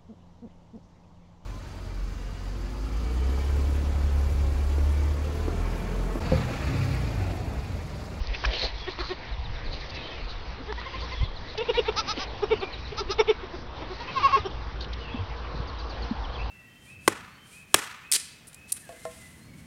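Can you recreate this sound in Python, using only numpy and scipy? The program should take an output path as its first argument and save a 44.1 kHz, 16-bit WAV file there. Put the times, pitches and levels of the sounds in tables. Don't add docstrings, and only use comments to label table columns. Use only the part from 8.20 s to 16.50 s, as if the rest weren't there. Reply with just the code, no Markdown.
import sys
import numpy as np
from scipy import signal
from scipy.fft import rfft, irfft
from scipy.io import wavfile
from scipy.ndimage import uniform_filter1d

SR = 44100
rng = np.random.default_rng(int(sys.argv[2]) if len(sys.argv) > 2 else 0)


def master(y):
    cut = np.clip(np.atleast_2d(y).T, -1, 1)
    pcm = np.round(cut * 32767)
    wavfile.write(sys.argv[1], SR, pcm.astype(np.int16))


def invert_db(x):
    u = np.asarray(x, float) / 20
    return 10 ** u


N = 366030


def evened(x):
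    return x / np.sqrt(np.mean(x ** 2) + 1e-20)


def read(points, hz):
    f, value = np.transpose(points)
    return np.interp(np.log(hz + 1), np.log(f + 1), value)


def at_time(points, s):
    return np.interp(s, *np.transpose(points))


def add(mix, s, sound):
    part = mix[max(round(s * SR), 0):][:len(sound)]
    part += sound[:len(part)]


def wobble(count, ms):
    size = max(round(ms * SR / 1000), 2)
    noise = rng.standard_normal(count)
    return evened(uniform_filter1d(uniform_filter1d(noise, size), size))


def resonate(x, hz, width):
    turn = np.exp(2j * np.pi * np.cumsum(hz * np.ones(len(x))) / SR)
    r = np.exp(-np.pi * width / SR)
    return 2 * (turn * signal.lfilter([1 - r], [1, -r], x / turn)).real


def band(x, hz, width):
    return evened(resonate(resonate(x, hz, width), hz, width))


def coloured(points, patchy_db, size=1024):
    frames = 4 * N // size + 5
    hz = np.fft.rfftfreq(size, 1 / SR)
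    a, b, patches = rng.standard_normal((3, len(hz), frames))
    patches = uniform_filter1d(patches, size=20, axis=0)
    patches = evened(uniform_filter1d(patches, size=12, axis=1))
    z = (a + 1j * b) * invert_db(read(points, hz)[:, None] + patchy_db * patches)
    return evened(signal.istft(z, nperseg=size, noverlap=3 * size // 4)[1][:N])


def echoes(x, db, t60):
    t = np.arange(SR // 2) / SR
    signs = rng.choice([-1., 1.], len(t))
    sparse = (rng.random(len(t)) < .05) * (t > .006)
    taps = signs * sparse * invert_db(-60 * t / t60)
    return x + invert_db(db) * signal.fftconvolve(x, taps / np.linalg.norm(taps))[:N]


# time_s, level_db
GUSTS = [(0, -37.5), (1.04, -43.5), (1.25, -28), (1.76, -48.5), (2.19, -35.5), (2.84, -61), (3.03, -29.5),
         (3.37, -46.5), (5.99, -46.5), (6.42, -39.5), (6.66, -58), (8.3, -43.5)]
# time_s, change_db
ENGINE_LOAD = [(0, -4), (.23, -1), (1.04, -3.5), (1.25, 2), (1.76, -6.5), (2.3, -1), (3.03, 3), (3.37, -11),
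               (3.6, 0), (5.52, 1), (5.99, -6), (6.7, 7), (8.3, 8)]
# time_s, change_db
STIR = [(0, 1), (.23, 6.5), (1.251, -2), (1.76, 4.5), (2.449, -0.6), (2.84, 6), (3.1, -1.5), (3.51, 4),
        (5.52, -1.5), (5.99, 5), (6.42, -1.5), (8.3, 0.5)]
# centre_hz, width_hz, level_db
DRONES = [(55.8, 12.3, 2.5), (112.2, 23, -25), (470, 17, -15), (1078, 200, -16)]
# frequency_hz, level_db (per Hz)
TRAFFIC = [(44, -33.5), (75, -4.5), (190, -17), (243, -15.5), (399, -18), (461, -15), (590, -18.5),
           (945, -16), (1470, -23), (1700, -25.5), (2210, -48), (3740, -120)]
# frequency_hz, level_db (per Hz)
HISS = [(760, -9), (1300, -23), (1830, -1), (2000, -1.5), (3210, -4), (3830, -4.5), (4370, -6.5),
        (5500, -10), (7150, -42.5), (12100, -120)]


def air():
    t = np.arange(N) / SR
    stir_db = at_time(STIR, t)
    wind_colour = [(4, -16.5), (12, -3.0), (30, -1.0), (60, -8.5), (110, -15.5), (200, -30.5), (400, -87.5)]
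    wind_db = at_time(GUSTS, t) + 2.1 * wobble(N, 60)
    wind = invert_db(wind_db) * coloured(wind_colour, 1.2, size=4096)
    drones = sum(invert_db(db) * band(rng.standard_normal(N), hz, width) for hz, width, db in DRONES)
    engine = invert_db(-44 + at_time(ENGINE_LOAD, t)) * drones
    traffic_db = -44 + 0.7448 * t + 0.39 * stir_db
    traffic = invert_db(traffic_db) * coloured(TRAFFIC, 1.85, size=2048)
    leaves = invert_db(-46.5 + stir_db) * coloured(HISS, 2.3)
    return wind + engine + traffic + leaves


def low_pushes(rows, rise):
    out = np.zeros(N)
    for s, db, hz, cycles in rows:
        u = np.arange(round(2.5 * cycles / hz * SR)) / SR * hz / cycles
        swell = 2.48 * (1 - np.exp(-u / rise)) * np.exp(-2.2 * u ** 2)
        add(out, s, invert_db(db) * swell * np.sin(2 * np.pi * cycles * u * (1 - 0.038 * u)))
    return out


# start_s, peak_db, pitch_hz, length_cycles
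PUFFS = [(0.004, -17.5, 50, 1.6), (2.27, -27, 52, 2.5), (2.97, -23.5, 60, 1.7), (0.081, -21, 45.5, 2.6),
         (0.255, -16.5, 51.7, 3.1), (0.43, -24, 50, 2.6), (0.521, -25.5, 51.3, 3),
         (0.794, -25.5, 53.8, 3.4), (1.107, -22.5, 47, 2.2), (1.181, -21.5, 61.9, 2.5),
         (2.011, -26, 40.4, 2.3), (2.177, -33, 53.8, 1.7), (3.007, -15, 43.1, 0.87), (3.538, -25, 50, 2.5),
         (4.848, -27, 24.6, 0.93), (6.191, -29.5, 78.1, 2.6), (6.451, -29, 56, 3.1),
         (6.542, -24, 59.2, 0.7), (7.19, -35, 59.2, 2), (7.339, -25, 61.9, 1.2), (8.035, -31, 37.4, 3.2)]


def wind_puffs():
    return low_pushes(PUFFS, rise=0.55)


# start_s, peak_db, ring_hz, fall_by_60_db_ms
TICKS = [(.046, -31, 900, 10), (.072, -21, 4500, 4), (.148, -25, 2300, 10), (.239, -20, 1170, 13),
         (3.766, -25, 1200, 8), (4.985, -23.5, 2700, 6), (.395, -19, 4100, 12), (.418, -21, 4000, 14),
         (.466, -29, 600, 14), (.736, -33, 1200, 9.1), (0.789, -21, 1040, 10), (2.525, -17.5, 930, 10),
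         (2.526, -21, 1900, 6.4), (2.615, -21, 1300, 6), (3.378, -26, 2570, 6), (3.724, -24, 1200, 5.4),
         (3.975, -26, 700, 6), (3.976, -24, 2980, 10), (3.996, -26, 3300, 6)]


def ticks():
    out, t = np.zeros(N), np.arange(900) / SR
    for s, db, hz, ms in TICKS:
        ring = np.sin(2 * np.pi * hz * t) + .3 * rng.standard_normal(len(t))
        add(out, s, invert_db(db - 60000 * t / ms) * ring)
    return out


# centre_s, level_db, length_ms, centre_hz
RUBS = [(.147, -31.5, 19, 2400), (.243, -25, 13, 1130), (.28, -37, 50, 597), (.82, -36.5, 65, 1080),
        (.285, -44, 47, 1647), (.337, -32, 77, 2750), (.34, -34.5, 64, 481), (.429, -35.5, 107, 2200),
        (.44, -30.5, 43, 517), (1.052, -42.5, 136, 1800), (1.379, -43, 102, 1650), (3.978, -34, 23, 420),
        (4.001, -37.5, 82, 2710)]
# centre_s, level_db, centre_hz
SNAPS = [(0.251, -22, 1930), (0.253, -28.5, 2600), (0.258, -29.5, 5100), (1.703, -37, 4300),
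         (3.338, -42, 3900), (3.351, -36, 650), (3.381, -32, 4400), (3.728, -42, 3520), (4.987, -38, 3300),
         (6.611, -36.5, 3970), (6.645, -37, 3470), (6.735, -35.5, 3580)]
# centre_s, level_db, length_ms
SWISHES = [(.375, -36, 100), (.43, -29.5, 70), (.6, -46.5, 63), (0.708, -40.5, 37), (0.802, -36, 31),
           (.869, -39.5, 93), (1.533, -39.5, 44), (1.615, -45.5, 46), (1.755, -42.5, 26), (2.101, -43, 45),
           (2.601, -45.5, 35), (3.299, -43, 45), (4.681, -45, 30), (5.81, -46, 43), (6.624, -40, 20),
           (7.372, -49.5, 57)]


def rustles():
    out = np.zeros(N)
    rubs = [(s, db, ms, hz, 0.72 * hz) for s, db, ms, hz in RUBS]
    snaps = [(s, db, 9.4, hz, 0.47 * hz) for s, db, hz in SNAPS]
    swishes = [(s, db, ms, 4100, .26 * 4100) for s, db, ms in SWISHES]
    for s, db, ms, hz, width in snaps + swishes + rubs:
        u = np.linspace(-1.5, 1.5, round(3 * ms * SR / 1000))
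        sudden = u * np.where(u < 0, 1.3, .9)
        crackle = rng.standard_normal(len(u)) * invert_db(2.0 * wobble(len(u), 2.1))
        burst = band(crackle, hz, width) * .5 ** (4 * sudden ** 2)
        add(out, s - 1.5 * ms / 1000, invert_db(db) * burst)
    return out


# start_s, length_s, level_db, from_hz, to_hz
WHISTLES = [
    (0.564, 0.16, -43.5, 3380, 3380),
    (1.7, 0.13, -41.5, 2750, 2490),
    (1.822, 0.1, -41.5, 3060, 3180),
    (1.91, .05, -45.5, 2600, 2610),
    (4.435, 0.072, -42, 2400, 2380),
    (6.79, .07, -43, 3000, 2780),
    (6.895, .065, -43, 3200, 3600),
]
# start_s, length_s, level_db, from_hz, to_hz
WARBLES = [
    (2.924, 0.2, -42.5, 3390, 3264),
    (4.275, 0.13, -40, 2840, 2800),
    (6.845, .085, -42, 2650, 2750),
    (6.928, .035, -42, 3500, 2800),
    (6.95, .045, -42, 2750, 2750),
    (6.965, .035, -44, 3300, 3300),
    (8.176, 0.068, -42, 2550, 2730),
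]


def far_birds():
    out = np.zeros(N)
    calls = [(row, 1) for row in WARBLES] + [(row, .4) for row in WHISTLES]
    for (s, length, db, from_hz, to_hz), shake in calls:
        hz = np.linspace(from_hz, to_hz, round(length * SR))
        count = len(hz)
        flutter, wander = .034 * wobble(count, 3.6), .018 * wobble(count, 21)
        hz = hz * (1 + shake * (flutter + wander))
        tone = np.sin(2 * np.pi * np.cumsum(hz) / SR)
        level_db = db + np.linspace(0, -5.5, count) + 2.7 * wobble(count, 17)
        add(out, s, invert_db(level_db) * tone * signal.windows.tukey(count, .4))
    return echoes(out, -0.5, 0.069)


def stack(part_db, pitch, breath, spread):
    k = np.arange(1, 17)[:, None]
    fuzz = 1 + breath * np.sqrt(k) * np.array([wobble(len(pitch), 3) for _ in k])
    waves = np.cos(2 * np.pi * k * np.cumsum(pitch) / SR - spread * k ** 2)
    return np.sqrt(2) * (invert_db(part_db) * fuzz * waves).sum(0)


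USUAL_DB = -28


def syllables(rows, throat, glide_hz, glide_hz_per_db, bright_db, bright_db_per_db,
              facing=((0, 0),), lips=((0, 0),), *, arch, flat, blunt, skew, lead_db=0, early=0, outlast=1):
    out = np.zeros(N)
    k = np.arange(1, 17)[:, None]
    for s, db, ms, hz, *mouth in rows:
        effort_db = db - USUAL_DB
        glide = glide_hz + glide_hz_per_db * effort_db
        edge_db = bright_db + bright_db_per_db * effort_db + at_time(facing, s)
        u = np.linspace(-1.5, 1.5, round(3 * ms * SR / 1000))
        bent = u * (1 + skew * np.sign(u))
        sag = .28
        fall = sag * np.tanh(arch * abs(bent + early) ** flat / sag)
        pitch = (hz + glide * np.tanh(u)) * (1 - fall) * (1 + .003 * wobble(len(u), 4.8))
        upper = k * pitch > 1700
        opening = np.where(upper & (k * hz < 3200), np.prod(mouth), 1)
        part_db = read(throat, k * pitch / opening)
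        part_db = part_db + (edge_db - lead_db * np.tanh(2 * u)) * upper
        part_db = part_db + at_time(lips, s) * ((k > 1) & (k < 5))
        fade_db = -6 * abs(2 * bent / np.where(k > 1, outlast, 1)) ** blunt
        voice = stack(part_db + fade_db, pitch, breath=.045, spread=.085)
        voice = voice * signal.windows.tukey(len(u), .2)
        loudest_db = max(read(throat, hz * np.arange(1, 4)))
        add(out, s - 1.5 * ms / 1000, invert_db(db - loudest_db) * voice)
    return out


def held_bleat(curve, throat, bright_db, bright_db_per_db):
    s, hz, db = np.transpose(curve)
    t = np.arange(s[0], s[-1], 1 / SR)
    pitch, level_db = (uniform_filter1d(np.interp(t, s, v), size=150) for v in (hz, db))
    k = np.arange(1, 17)[:, None]
    edge_db = bright_db + bright_db_per_db * (level_db.clip(USUAL_DB - 4) - USUAL_DB)
    part_db = read(throat, k * pitch) + edge_db * (k * pitch > 1450)
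    pitch = pitch * (1 + .003 * wobble(len(t), 4.8))
    out = np.zeros(N)
    add(out, s[0], invert_db(level_db - part_db[:3].max(0)) * stack(part_db, pitch, breath=.04, spread=.1))
    return out


# centre_s, level_db, length_ms, pitch_hz, mouth_opening (factor on upper throat)
NASAL_KID = [(0.687, -28, 15, 377, 0.67), (0.808, -30.5, 22, 352.3, 0.68), (0.917, -28, 22, 370.6, 0.69),
             (2.412, -41, 26, 276, 0.73), (2.506, -34, 33, 436, 0.64), (3.502, -16, 16, 475, 1.02),
             (3.592, -14.5, 18, 478, 1.01), (3.692, -18.5, 12, 454.4, 0.93), (4.238, -19.5, 15, 419, 0.84),
             (4.329, -14, 21, 453, 0.843), (4.435, -27.5, 18, 395.6, .9), (4.729, -31.5, 12, 432, .86),
             (4.816, -29, 19, 406, 1.2), (4.906, -26.5, 19, 401, 0.97), (5.005, -13, 17, 448.7, 0.81),
             (5.103, -13.5, 22, 441, 0.85), (5.24, -32.5, 14, 376.4, 0.68), (5.349, -32.3, 20, 354, 0.73),
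             (5.627, -36, 17, 334, 0.72), (5.72, -35.5, 30, 380, .82), (6.176, -26, 19, 427, 0.7),
             (6.264, -28.5, 19, 397.4, 1.16)]
# frequency_hz, gain_db
NASAL_THROAT = [(300, -7), (390, -4), (470, 0), (680, -18), (900, -14), (1350, -20), (1900, -33),
                (2400, -27), (2800, -16), (3100, -27), (3600, -22), (3950, -35), (4300, -46), (5500, -48),
                (6500, -50)]
# time_s, brightness_db
NASAL_FACING = [(.7, 5.5), (.92, 4), (2.42, -19), (2.5, 5), (3.45, 2), (3.7, 5), (4.24, -7), (4.431, 6.5),
                (4.85, -3), (5.0, 3), (5.1, 1.5), (5.25, -5), (6.18, 1.5)]
# time_s, change_db
NASAL_LIPS = [(.69, 0), (.92, -0.5), (2.42, -9), (2.5, 4), (3.5, -2), (3.59, -5), (3.69, 3.5), (4.24, 1.5),
              (4.33, -3), (4.43, 6), (4.9, -7), (5.0, 3.5), (5.1, -5), (5.24, -0.5), (6.18, 3.5)]
# time_s, pitch_hz, level_db
JOINED_BLEAT = [(3.374, 400, -50), (3.381, 424, -32), (3.392, 440, -27.5), (3.404, 435.5, -31.5),
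                (3.417, 479, -22), (3.425, 465, -26), (3.434, 420, -49)]


def nasal_kid():
    apart = syllables(NASAL_KID, NASAL_THROAT, 9, -2, -1, 0.08, NASAL_FACING, NASAL_LIPS,
                      arch=.4, flat=2.5, blunt=1.92, skew=0.1965, lead_db=2, early=.15, outlast=1.27)
    return apart + held_bleat(JOINED_BLEAT, NASAL_THROAT, 8, -1.5)


# time_s, level_db (relative to the syllable)
WHEEZE = [(3.5, -33), (4.24, -22.5), (4.33, -37), (4.9, -25), (5.0, -17), (5.1, -31.5), (6.26, -15.5)]


def wheeze():
    out = np.zeros(N)
    for s, db, ms, *_ in NASAL_KID:
        u = np.linspace(-1, 1, round(2 * ms * SR / 1000))
        whistle = band(rng.standard_normal(len(u)), 5500, 560)
        add(out, s - ms / 1000, invert_db(db + at_time(WHEEZE, s)) * whistle * np.cos(np.pi * u / 2) ** 2)
    return out


# start_s, level_db, from_hz, to_hz
CHIRPS = [(1.118, -45.5, 4420, 3320), (1.237, -44.5, 4420, 3300), (1.344, -47, 4300, 3300),
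          (1.44, -47, 5000, 3300), (2.8, -42, 4900, 3970), (2.918, -45.5, 4860, 3990),
          (3.032, -45.5, 4620, 3740), (3.156, -45, 4550, 3500), (3.255, -54, 4820, 4170),
          (4.396, -43.5, 4760, 3640), (4.525, -40, 4440, 3570), (4.642, -46.5, 4480, 3300),
          (5.565, -47.5, 3970, 3280), (6.191, -46.5, 4290, 3200), (6.305, -48, 3980, 3300),
          (6.415, -52, 4300, 3300), (7.47, -45.5, 5150, 3750), (7.582, -45.5, 5200, 3800),
          (7.693, -43, 4980, 3850), (7.82, -41, 4680, 3890), (7.9, -49.5, 4420, 3760),
          (8.037, -43, 3650, 2830), (8.127, -47, 4530, 3800), (8.148, -42.5, 3620, 2920)]


def chirps():
    out = np.zeros(N)
    for s, db, from_hz, to_hz in CHIRPS:
        u = np.linspace(0, 1, round((from_hz - to_hz) / 34000 * SR))
        hz = from_hz + (to_hz - from_hz) * u
        swell = np.sqrt(2) * np.sin(np.pi * u) ** 0.61
        level_db = db + 1.8 * wobble(len(u), 4.6)
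        add(out, s, invert_db(level_db) * swell * np.sin(2 * np.pi * np.cumsum(hz) / SR))
    return echoes(out, -8, 0.5)


# centre_s, level_db, length_ms, pitch_hz, mouth_opening (factor)
OPEN_KID = [
    (2.589, -38.5, 24.6, 487, 0.71),
    (2.67, -35.5, 23.3, 532, 0.73),
    (2.754, -35.5, 32.4, 526, 0.67),
    (2.838, -39.5, 27.7, 527, 0.65),
    (2.933, -37.5, 33.25, 520, 0.79),
    (3.03, -43, 40.3, 523, 0.73),
    (5.815, -36.5, 23.96, 478.6, 0.64),
    (5.893, -38.5, 33.9, 522, 1),
]
# frequency_hz, gain_db
CALM_THROAT = [(500, -10), (800, -0.5), (1060, 0), (1300, -7.5), (1650, -23), (2200, -22.5), (2700, -11.5),
               (3300, -23), (3900, -34), (4900, -36.5), (6500, -40)]
# time_s, pitch_hz, level_db
HELD_BLEAT = [(5.944, 566, -48), (5.968, 541.3, -24), (5.984, 519.5, -21), (5.993, 513.3, -30),
              (6.001, 420.6, -35.5), (6.006, 395, -30), (6.019, 409.6, -35), (6.027, 502.6, -31),
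              (6.032, 571.5, -22), (6.05, 547, -13.5), (6.066, 547, -17.5), (6.072, 518.4, -24.5),
              (6.08, 447, -36), (6.087, 405, -29), (6.1, 376.6, -29.5), (6.114, 389.5, -29),
              (6.123, 498.5, -35), (6.128, 549, -20), (6.138, 545, -17.5), (6.159, 539, -17.5),
              (6.167, 523, -31), (6.179, 409.6, -31.5), (6.198, 413, -39), (6.215, 407, -55)]
# frequency_hz, gain_db
OPEN_THROAT = [(500, -25), (800, -10), (1100, 1.5), (1300, -6.5), (1650, -26), (2200, -21), (2700, -18),
               (3300, -27), (3900, -30), (4400, -28.5), (4900, -29), (5500, -33), (6500, -45.5)]


def open_kid():
    calm = syllables(OPEN_KID, CALM_THROAT, -3.5, -2, 5, -0.6, arch=1.8, flat=4.5, blunt=3.6, skew=0.055)
    return calm + held_bleat(HELD_BLEAT, OPEN_THROAT, 5, -0.13)


# start_s, peak_db, pitch_hz, length_cycles
THUDS = [
    (3.029, -20, 88, 1.6),
    (3.977, -34.5, 273, 4.6),
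    (6.942, -29.5, 252, 5.9),
    (6.987, -29.5, 97, 6.8),
    (7.348, -25, 109, 0.74),
    (7.398, -29.5, 125, 2.2),
    (7.91, -23.5, 234, 4.4),
]


def hoof_thuds():
    return low_pushes(THUDS, rise=0.11)


# centre_s, level_db, length_ms, pitch_hz, mouth_opening (factor)
THIN_KID = [
    (3.463, -43.5, 30.05, 505, 1),
    (3.559, -33, 34, 470, 1),
    (3.668, -38, 32.04, 436, 1),
]
# frequency_hz, gain_db
THIN_THROAT = [(470, -22), (930, 0), (1400, -14), (1900, -3), (2350, 0), (2800, -11), (3300, -9),
               (3800, -3), (4300, -12), (5500, -24)]


def thin_kid():
    return syllables(THIN_KID, THIN_THROAT, 45, -4, 0, 0.45, arch=1.8, flat=4.5, blunt=3.6, skew=0.055)


# centre_s, level_db, length_ms, pitch_hz, mouth_opening (factor)
SHRILL_KID = [
    (3.795, -27, 33.35, 448.4),
    (3.908, -29, 37.8, 434),
    (4.022, -36.5, 42.33, 395),
    (4.799, -32, 29, 452, .95),
    (4.922, -30.5, 24, 430),
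]
# frequency_hz, gain_db
SHRILL_THROAT = [(400, -31), (880, -11), (1320, -4), (1750, -20.5), (2200, -16.5), (2650, -11.5),
                 (3100, -18.5), (3700, -9.5), (4100, -8.5), (4600, -14), (5050, -4.5), (5500, -12.5),
                 (6800, -18)]


def shrill_kid():
    return syllables(SHRILL_KID, SHRILL_THROAT, 21, 0.9, -2.5, 0.2, arch=0.34, flat=1.9, blunt=3.15, skew=.3)


def scene():
    goats = nasal_kid() + wheeze() + open_kid() + thin_kid() + shrill_kid()
    ground = wind_puffs() + ticks() + rustles() + hoof_thuds()
    birds = far_birds() + chirps()
    return (air() + ground + birds + echoes(goats, -11.5, 0.045))[None]


# frequency_hz, gain_db
PLAYBACK = [(3500, -1.5), (5000, 0.5), (5600, -2.5), (6000, -9.5), (6500, -23.5), (6900, -38),
            (7100, -52.5), (7600, -81)]


def slow_sampler(dry):
    taken = signal.oaconvolve(dry, signal.firwin(41, 5700, fs=SR)[None], "same")
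    held = 4 * taken * (np.arange(N) % 4 == 0)
    return irfft(rfft(held) * invert_db(read(PLAYBACK, np.fft.rfftfreq(N, 1 / SR))), N)


def low_pass(x):
    return signal.sosfilt(signal.butter(12, 7140, fs=SR, output="sos"), x)


def record(dry):
    mix = slow_sampler(dry) - .0037
    return low_pass(mix)


dry = scene()
out = record(dry)
master(out)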